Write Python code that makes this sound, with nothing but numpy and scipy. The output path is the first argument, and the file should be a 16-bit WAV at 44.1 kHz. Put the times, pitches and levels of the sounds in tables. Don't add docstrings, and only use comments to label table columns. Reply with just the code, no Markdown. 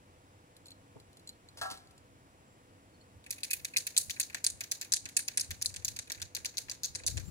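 import sys
import numpy as np
from scipy import signal
from scipy.fft import rfft, irfft
from scipy.io import wavfile
from scipy.ndimage import uniform_filter1d

SR = 44100
rng = np.random.default_rng(int(sys.argv[2]) if len(sys.argv) > 2 else 0)


def persist_wave(psi):
    counts = np.round(np.clip(psi, -1, 1) * 32767).astype(np.int16)
    wavfile.write(sys.argv[1], SR, np.atleast_2d(counts).T)


N = 321930


def from_db(db):
    return 10 ** (np.asarray(db) / 20)


def sides(level_db, left_db):
    return from_db(level_db + left_db / 2 * np.array([[1], [-1]]))


def rms_one(x):
    return x / np.sqrt(np.mean(x ** 2, axis=-1, keepdims=True) + 1e-20)


def in_time(rows):
    s, *columns = np.transpose(rows)
    return [np.interp(np.arange(N) / SR, s, column) for column in columns]


def at_hz(points, hz):
    point_hz, value = np.transpose(points)
    return np.interp(np.log(hz), np.log(point_hz), value)


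def add(out, sound, s):
    i = round(s * SR)
    out[..., i:i + sound.shape[-1]] += sound[..., :N - i]


def late(x, count):
    return np.concatenate([np.zeros(count), x[:len(x) - count]])


def drift(rate_hz):
    step, settle = 40, 2000
    pole = np.exp(-2 * np.pi * rate_hz * step / SR)
    noise = rng.standard_normal(N // step + settle + 2)
    slow = signal.lfilter([1], [1, -2 * pole, pole * pole], noise)[settle:]
    slow = slow - slow.mean()
    return np.interp(np.arange(N) / step, np.arange(len(slow)), rms_one(slow))


def coloured(x, points):
    hz = np.maximum(np.fft.rfftfreq(x.shape[-1], 1 / SR), 1)
    return irfft(rfft(x) * from_db(at_hz(points, hz)), x.shape[-1])


def stereo_noise(spectrum, likeness):
    hz = np.maximum(np.fft.rfftfreq(N, 1 / SR), 1)
    mid, side = rfft(rng.standard_normal((2, N))) * from_db(at_hz(spectrum, hz))
    alike = np.clip(at_hz(likeness, hz), 0, 1)
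    mid = np.sqrt(1 + alike) * mid
    side = np.sqrt(1 - alike) * side
    both = irfft(mid + side * [[1], [-1]], N)
    return both / np.sqrt(np.mean(both ** 2))


def struck(modes, seconds, rise_cycles, spread_db):
    hz, level_db, t60 = np.transpose(modes)[:, :, None]
    t = np.arange(round(seconds * SR)) / SR
    strength = from_db(level_db + spread_db * rng.standard_normal(hz.shape))
    rise = 1 - np.exp(-(t * hz / rise_cycles) ** 2)
    decay = from_db(-60 * t / t60)
    return strength * rise * decay * np.sin(2 * np.pi * (hz * t + rng.random(hz.shape)))


# [f/Hz, level/dB per Hz]
TOWN_SPECTRUM = [(15, -67), (30, -12), (70, -8), (108, -5), (195, -8.5), (280, -9), (400, -12),
                 (680, -12.5), (1070, -15.5), (2610, -22.5), (4250, -28), (7510, -28.5), (10500, -31),
                 (12000, -38), (16000, -38)]
# [f/Hz, likeness 0-1]
TOWN_SHARED = [(60, 1), (300, 0.97), (900, 0.63), (1800, 0.7), (4000, 0.087), (9000, 0.67)]
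# [f/Hz, width/Hz, level/dB]
MACHINE_HUM = [(96.6, 9.7, -68), (275, 4.3, -74), (325.5, 6.5, -79), (493.9, 6.2, -73.5)]
TOWN_DB, TOWN_LAG = -62, 17


def town():
    out = from_db(TOWN_DB + 0.09 * drift(1.0)) * stereo_noise(TOWN_SPECTRUM, TOWN_SHARED)
    for hz, width_hz, level_db in MACHINE_HUM:
        edges = [hz - width_hz / 2, hz + width_hz / 2]
        band = signal.butter(1, edges, "band", fs=SR, output="sos")
        hum = rms_one(signal.sosfilt(band, rng.standard_normal(N)))
        out += from_db(level_db) * hum
    return np.array([late(out[0], count=TOWN_LAG), out[1]])


# [f/Hz, level/dB per Hz]
LOW_SPECTRUM = [(15, -46), (40, -19), (90, -4.5), (150, -19), (300, -36), (700, -56)]
# [f/Hz, likeness 0-1]
LOW_SHARED = [(30, .3), (200, .5)]
# [t/s, level/dB, left over right/dB]
LOW_NOISE_LEVEL = [(0, -77, 2), (1.4, -75, -1), (1.6, -66.5, 1), (3.1, -79.5, 3), (5.25, -83, 5),
                   (5.4, -60.5, -2), (5.9, -59.5, 13), (6.05, -74, -2), (6.8, -72, -4), (7.15, -49.5, 8.5),
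                   (7.3, -47.5, 23)]
# [t/s, level/dB, left over right/dB]
LOW_SWELLS = [(3.17, -59, -5), (3.62, -56, 0), (4.09, -57, -5), (4.55, -53.5, 5), (5.05, -56, 1.5),
              (5.52, -55, -1), (5.96, -53.5, -6), (6.23, -55, -5), (6.42, -58, 2), (6.69, -62, -5),
              (6.891, -52, 1), (7.179, -48, 29.5)]
SWELL_RISE_S, SWELL_FALL_S = .03, .022


def rumble_and_wind():
    force, t = sides(*in_time(LOW_NOISE_LEVEL)), np.arange(N) / SR
    for s, level_db, left_db in LOW_SWELLS:
        swell = np.exp(np.minimum((t - s) / SWELL_RISE_S, (s - t) / SWELL_FALL_S))
        force = force + sides(level_db, left_db) * swell
    lumps = from_db(2.45 * drift(33))
    return lumps * force * stereo_noise(LOW_SPECTRUM, LOW_SHARED)


# [t/s, level/dB, share of plain click 0-1]
METAL_TOUCHES = [(0.566, -48.5, 0.9), (0.657, -47, 0.62), (0.6674, -47, 1), (0.6826, -49, 0.53),
                 (0.706, -45, 0.9), (0.717, -51, 0.5), (0.9991, -50.5, 0.85), (1.1303, -55.5, 0.82),
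                 (1.17, -49, 0.83), (1.195, -54, 0.8), (1.274, -40.5, 0.67), (1.291, -37.5, 0.72),
                 (1.487, -49.5, 0.72), (1.7737, -47, 0.65), (1.872, -57, 0.75), (1.909, -53, 1),
                 (1.978, -51.5, 0.83), (3.0116, -61, 0.64)]
# [f/Hz, level/dB, t60/s]
METAL_MODES = [(4190, 5, .035), (3900, -4, .025), (4600, -5, .025), (6900, -5, .015), (7300, -3, .03),
               (7700, -5, .025), (10600, -12, .015)]
# [f/Hz, level/dB]
CLICK_COLOUR = [(1500, -29), (3500, 8), (5000, 2.5), (8000, -2.5), (11000, 9), (16000, -28)]


def jingles():
    rings, clicks, t = np.zeros(N), np.zeros(N), np.arange(1300) / SR
    for s, level_db, click in METAL_TOUCHES:
        share = np.clip(click, 0, 1)
        ring = struck(METAL_MODES, .1, rise_cycles=1.5, spread_db=3).sum(0)
        add(rings, from_db(level_db) * (1 - share) * ring, s)
        burst = rng.standard_normal(len(t)) * from_db(-60 * t / .035)
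        add(clicks, from_db(level_db - 3) * share * burst, s)
    return 2 * rings + coloured(clicks, CLICK_COLOUR)


# [t/s after the blow, level/dB]
SCATTER_DECAY = [(0, -22), (.006, -25), (.014, -35.5), (.024, -36.5), (.045, -41), (.07, -47.5),
                 (.12, -57.5), (.3, -62.5)]
# [f/Hz, level/dB]
SCATTER_TONE = [(500, 13.5), (2000, 1), (5000, -8.5), (9000, -6.5), (12000, -11), (16000, 13.5)]


def scattered(x):
    t = np.arange(round(.3 * SR)) / SR
    clumps = from_db(2.5 * drift(300)[:len(t)])
    grain = rng.standard_normal((2, len(t))) * clumps
    decay = from_db(np.interp(t, *np.transpose(SCATTER_DECAY)))
    response = coloured(grain, SCATTER_TONE) * decay
    return signal.fftconvolve(x, response, axes=1)[:, :N]


# [t/s, level/dB, t60/s]
TARP_CRUSHES = [(1.572, -47, 0.24), (1.614, -38.5, 0.2), (1.655, -62, 0.49), (1.701, -46, 0.29),
                (1.71, -40.5, 0.047)]
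# [f/Hz, level/dB per Hz]
TARP_SPECTRUM = [(200, -30), (500, -7.5), (1500, -4.5), (2300, -9), (2900, -5.5), (4200, 0), (7500, -9),
                 (11000, -5), (16000, -32)]
# [t/s, level/dB]
HOLLOW_KNOCKS = [(1.614, -39), (1.651, -42.5)]
# [f/Hz, level/dB, t60/s]
HOLLOW_MODES = [(630, -15, .1), (698, -12, .22), (768, -6, .36), (872, -12, .13), (959, -10, .17),
                (1026, -3, .38), (1146, -8, .24), (1230, -8, .2), (1334, 1, .26), (1380, -2, .12),
                (1467, -11, .17), (1638, -2, .22), (1677, -2, .25), (1840, -9, .12)]
# [t/s, level/dB, f/Hz]
SOLE_THUMPS = [(0.956, -46.5, 192), (0.956, -40.5, 415), (.966, -42.5, 900), (1.712, -41, 295)]


def footfall():
    fires = rng.random(N) < 3000 / SR
    clicks = fires * from_db(0.71 * rng.exponential(1, N)) * rng.choice([-1, 1], N)
    crushing, t = np.zeros(N), np.arange(SR // 3) / SR
    for s, level_db, t60 in TARP_CRUSHES:
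        add(crushing, from_db(level_db - 60 * t / t60), s)
    out = crushing * rms_one(coloured(clicks, TARP_SPECTRUM))
    for s, level_db in HOLLOW_KNOCKS:
        knock = struck(HOLLOW_MODES, .5, rise_cycles=.6, spread_db=1).sum(0)
        add(out, from_db(level_db) * knock, s)
    for s, level_db, hz in SOLE_THUMPS:
        thump = struck([(hz, 0, 6.0 / hz)], .05, rise_cycles=.3, spread_db=0)[0]
        add(out, from_db(level_db) * thump, s)
    return out


# [start t/s, end t/s, first f/Hz, last f/Hz, level/dB]
BIRD_PEEPS = [(2.43, 2.58, 7550, 7460, -76), (2.936, 2.97, 4410, 4350, -68), (3, 3.034, 4450, 4330, -68.5),
              (7.236, 7.302, 7140, 7450, -61.5)]


def birds():
    out, waver = np.zeros(N), from_db(3.6 * drift(40))
    for start, end, first_hz, last_hz, level_db in BIRD_PEEPS:
        count = round((end - start) * SR)
        cycles = np.cumsum(np.linspace(first_hz, last_hz, count)) / SR
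        peep = np.sqrt(np.hanning(count)) * np.sin(2 * np.pi * cycles)
        add(out, from_db(level_db) * peep, start)
    return out * waver


# [f/Hz, level/dB]
CRACK_SPECTRUM = [(800, -18), (1300, -16), (1700, 1), (2050, -2), (2500, 0.5), (3100, -6.5), (4300, 1),
                  (5500, -2), (6400, 4), (8400, -1.5), (10400, 1.5), (11600, -4), (16000, -34.5)]
# body ring at the first, brightness and top at the last two [f/Hz]
COLOUR_HZ = [2300, 4000, 6500, 9000, 12500]
# [f/Hz, level/dB, t60/s]
CAN_MODES = [(1700, -7, .025), (2100, -5, .018), (2520, 0, .035), (4250, -5, .022)]
# [f/Hz, level/dB]
CRACK_BALANCE = [(1500, 15), (4500, 5.5), (9000, -3), (15000, -1.5)]
BODY_PIVOT_HZ = 2100


def can_blow(colour_db):
    size = 1536
    low_db, high_db, top_db, tilt_db = colour_db
    hz, t = np.maximum(np.fft.rfftfreq(size, 1 / SR), 100), np.arange(size) / SR

    blow_db = np.interp(hz, COLOUR_HZ, [low_db, 0, 0, high_db, top_db])
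    body_db = tilt_db * np.log2(np.minimum(hz / BODY_PIVOT_HZ, 1))
    colour = from_db(at_hz(CRACK_SPECTRUM, hz) + blow_db + body_db)
    delay_s = .0004 + 0.0014 * (4000 / hz) ** 0.9
    chirp = colour * np.exp(-2j * np.pi * np.cumsum(delay_s) * SR / size)

    lobes_db = 5.5 * uniform_filter1d(rng.standard_normal((3, len(hz))), size=40) * np.sqrt(40)
    lobes = from_db(lobes_db[0] + 0.27 * lobes_db[1:])
    contact, jangle = rng.standard_normal((2, 3, size))
    contact = np.exp(-(t / 0.0006) ** 4) * (contact[0] + 0.8 * contact[1:])
    rattle = from_db(-21 - 60 * t / .03) * (jangle[0] + jangle[1:])
    ports = from_db(at_hz(CRACK_BALANCE, hz) / 2 * [[1], [-1]])
    crack = irfft((rfft(contact) * lobes + rfft(rattle)) * chirp * ports, size)
    crack *= np.cos(np.pi / 2 * t / t[-1]) ** 2
    crack = crack / np.sqrt(np.max(np.mean(crack ** 2, axis=0)))

    slosh = 1 + .02 * rng.standard_normal()
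    mode_hz = np.array(CAN_MODES)[:, :1]
    tilted_db = tilt_db * np.log2(np.minimum(mode_hz / BODY_PIVOT_HZ, 1.2))
    modes = struck(np.multiply(CAN_MODES, [slosh, 1, 1]), size / SR, rise_cycles=2.1, spread_db=3.0)
    ring = (from_db(low_db - 12.5 + tilted_db) * modes).sum(0)

    around = irfft(chirp, size)[:size // 2]
    return crack + ring, around / np.abs(around).max()


# [t/s, level/dB, body ring against the crack/dB, brightness/dB]
BALL_STRIKES = [(3.264, -47, 6, 2), (3.3066, -25, -13, 5), (3.326, -36, -7, -10), (3.3822, -47, 0.5, -8),
                (3.4056, -49, -6, -6), (3.4331, -27, -10, 2), (3.445, -31.5, -6, -4), (3.5, -64, 21, -10),
                (3.5067, -30, -9, -6), (3.5113, -24.5, -8.5, 3), (3.5324, -21.5, -5, 0.5),
                (3.597, -53, 3, -17), (3.6475, -28, -6.5, -2), (3.7376, -51.5, 13, -7),
                (3.7631, -39.5, 22.5, 57), (3.7686, -18.5, -11, -3.5), (3.782, -27, -39, 4),
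                (3.868, -27.5, -4, 1), (3.8702, -28.5, -15, -11), (3.9657, -23.5, -13, -10),
                (3.9774, -10.5, -23, 5), (4.0971, -32.5, -6.5, -10), (4.1031, -30.5, -20, -5),
                (4.1077, -27.5, -19, -19), (4.1648, -50.5, 13, -36.5), (4.1991, -21, -7.5, 4),
                (4.211, -26, -19, -9), (4.2297, -30.5, -23, -10), (4.2987, -46, 3.5, -10),
                (4.346, -29, -4.5, -8), (4.367, -50, 10.5, -13), (4.443, -21.5, -11.5, 1.5),
                (4.4654, -16.5, -18, 5), (4.5018, -33, -21, 6), (4.6073, -30.5, -4, -11),
                (4.6098, -43, -19, -17), (4.6373, -36.5, -11, -20), (4.7142, -26, -16, -5),
                (4.7173, -24, -14.5, -7), (4.813, -29, -10.5, -13), (4.825, -37.5, -5, -8),
                (4.8477, -44, -1, 7), (4.9214, -18.5, -17.5, 2.5), (4.937, -17, -26.5, -4),
                (4.9638, -28.5, -23, 3), (5.0558, -34.5, -1.5, -8), (5.089, -40, -6, -3),
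                (5.1668, -18.5, -30, -7), (5.169, -16, -7, 18), (5.1918, -25.5, -6, 8.5),
                (5.28, -28, -7, -13), (5.3383, -53, 3, -10), (5.374, -16, -9.5, 7), (5.3969, -26, -11.5, 3),
                (5.41, -26, -49, -6), (5.507, -33.5, -5, -19), (5.512, -32, -8, -10),
                (5.6145, -35.5, -6, -18), (5.6214, -27, -28, -6), (5.648, -35.5, -5, 12),
                (5.6591, -20.5, -36, 0.5), (5.741, -37.5, -5, -4), (5.762, -32, -11.5, -5.5),
                (5.848, -23, -20.5, -10), (5.8808, -26.5, -14.5, -4.5), (5.9633, -34, -9, -8),
                (5.9897, -29.5, -13.5, -4), (6.018, -47, -12, 0), (6.0736, -54, 2, -8), (6.1, -33, -2, -13),
                (6.119, -29.5, -18, -10), (6.148, -43, -4, -8), (6.1766, -50.5, 6, 1),
                (6.2173, -31, -10, -7), (6.223, -34, -11, -12), (6.3496, -25.5, -23, -13),
                (6.3655, -31.5, -4, 0), (6.4473, -32, -7.5, -5), (6.457, -25, -18.5, -13.5),
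                (6.571, -27.5, -20.5, -23), (6.5816, -25, -14.5, -3.5), (6.6839, -48.5, 7, -18),
                (6.6972, -30.5, -19, -7), (6.7137, -30, -13.5, -10), (6.834, -25.5, -21, -19),
                (6.845, -25.5, -22, -24), (6.8535, -27, -26, -7), (6.9504, -30.5, -5.5, 2),
                (6.9556, -28.5, -38, -6), (6.9964, -45.5, 5, 8), (7.036, -43.5, 0, -20),
                (7.065, -19.5, -36, -7), (7.0764, -20.5, -16.5, -3), (7.1715, -34, 0, 1),
                (7.1773, -33.5, -12, -3), (7.1978, -43, -8, -16)]
# [t/s, tilt/dB per octave]
BODY_TILT_IN_TIME = [(3.3, 18.5), (4.3, 3), (5.5, 4.5), (7.0, -2)]
SHAKE_FROM_S, GRAZE_COUNT = 3.23, 20
GRAZE_DB, GRAZE_RING_DB, GRAZE_BRIGHT_DB, GRAZE_SPREAD_DB = -55, 0.0, -8, 2.5
TOP_DB, TOP_FADE_DB_PER_S, TOP_SPREAD_DB = 3.0, 2.5, 4.5
GROUND_ECHO_S, GROUND_ECHO_DB, ECHO_SPREAD_DB = .0037, -4.5, 4.5
SCATTERED_DB = 2


def can():
    out, around = np.zeros((2, N)), np.zeros(N)
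    graze = [GRAZE_DB, GRAZE_RING_DB, GRAZE_BRIGHT_DB]
    grazes = [(s, *np.add(graze, GRAZE_SPREAD_DB * rng.standard_normal(3)))
              for s in rng.uniform(SHAKE_FROM_S, N / SR, GRAZE_COUNT)]
    for s, level_db, ring_db, bright_db in BALL_STRIKES + grazes:
        top, bounce = rng.standard_normal(2)
        top_db = TOP_DB - TOP_FADE_DB_PER_S * (s - SHAKE_FROM_S) + TOP_SPREAD_DB * top
        tilt_db = np.interp(s, *np.transpose(BODY_TILT_IN_TIME))
        colour_db = ring_db, bright_db, top_db, tilt_db
        gain = from_db(level_db + 6.0)
        direct, spread = can_blow(colour_db)
        add(out, gain * direct, s - .001)
        add(around, gain * from_db(SCATTERED_DB) * spread, s)
        echo = from_db(GROUND_ECHO_DB + ECHO_SPREAD_DB * bounce + np.array([[-1.5], [1.5]]))
        add(out, gain * echo * can_blow(colour_db)[0], s - .001 + GROUND_ECHO_S)
    return out, around


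WALKER_SCATTERED_DB = -10
CAN_LAG = 6


def scene():
    rattle, around = can()
    walker = jingles() + footfall()
    near = rattle + walker * from_db([[1], [-1]])
    near[1] = late(near[1], count=CAN_LAG)
    around = around + from_db(WALKER_SCATTERED_DB) * walker
    return near + scattered(around[None]) + birds() + town() + rumble_and_wind()


CUTOFF_HZ = 16700


def record(dry):
    rounded = .75 * np.tanh(dry / .75)
    lowpass = signal.cheby2(12, 60, CUTOFF_HZ, fs=SR, output="sos")
    return signal.sosfilt(lowpass, rounded)


dry = scene()
out = record(dry)
persist_wave(out)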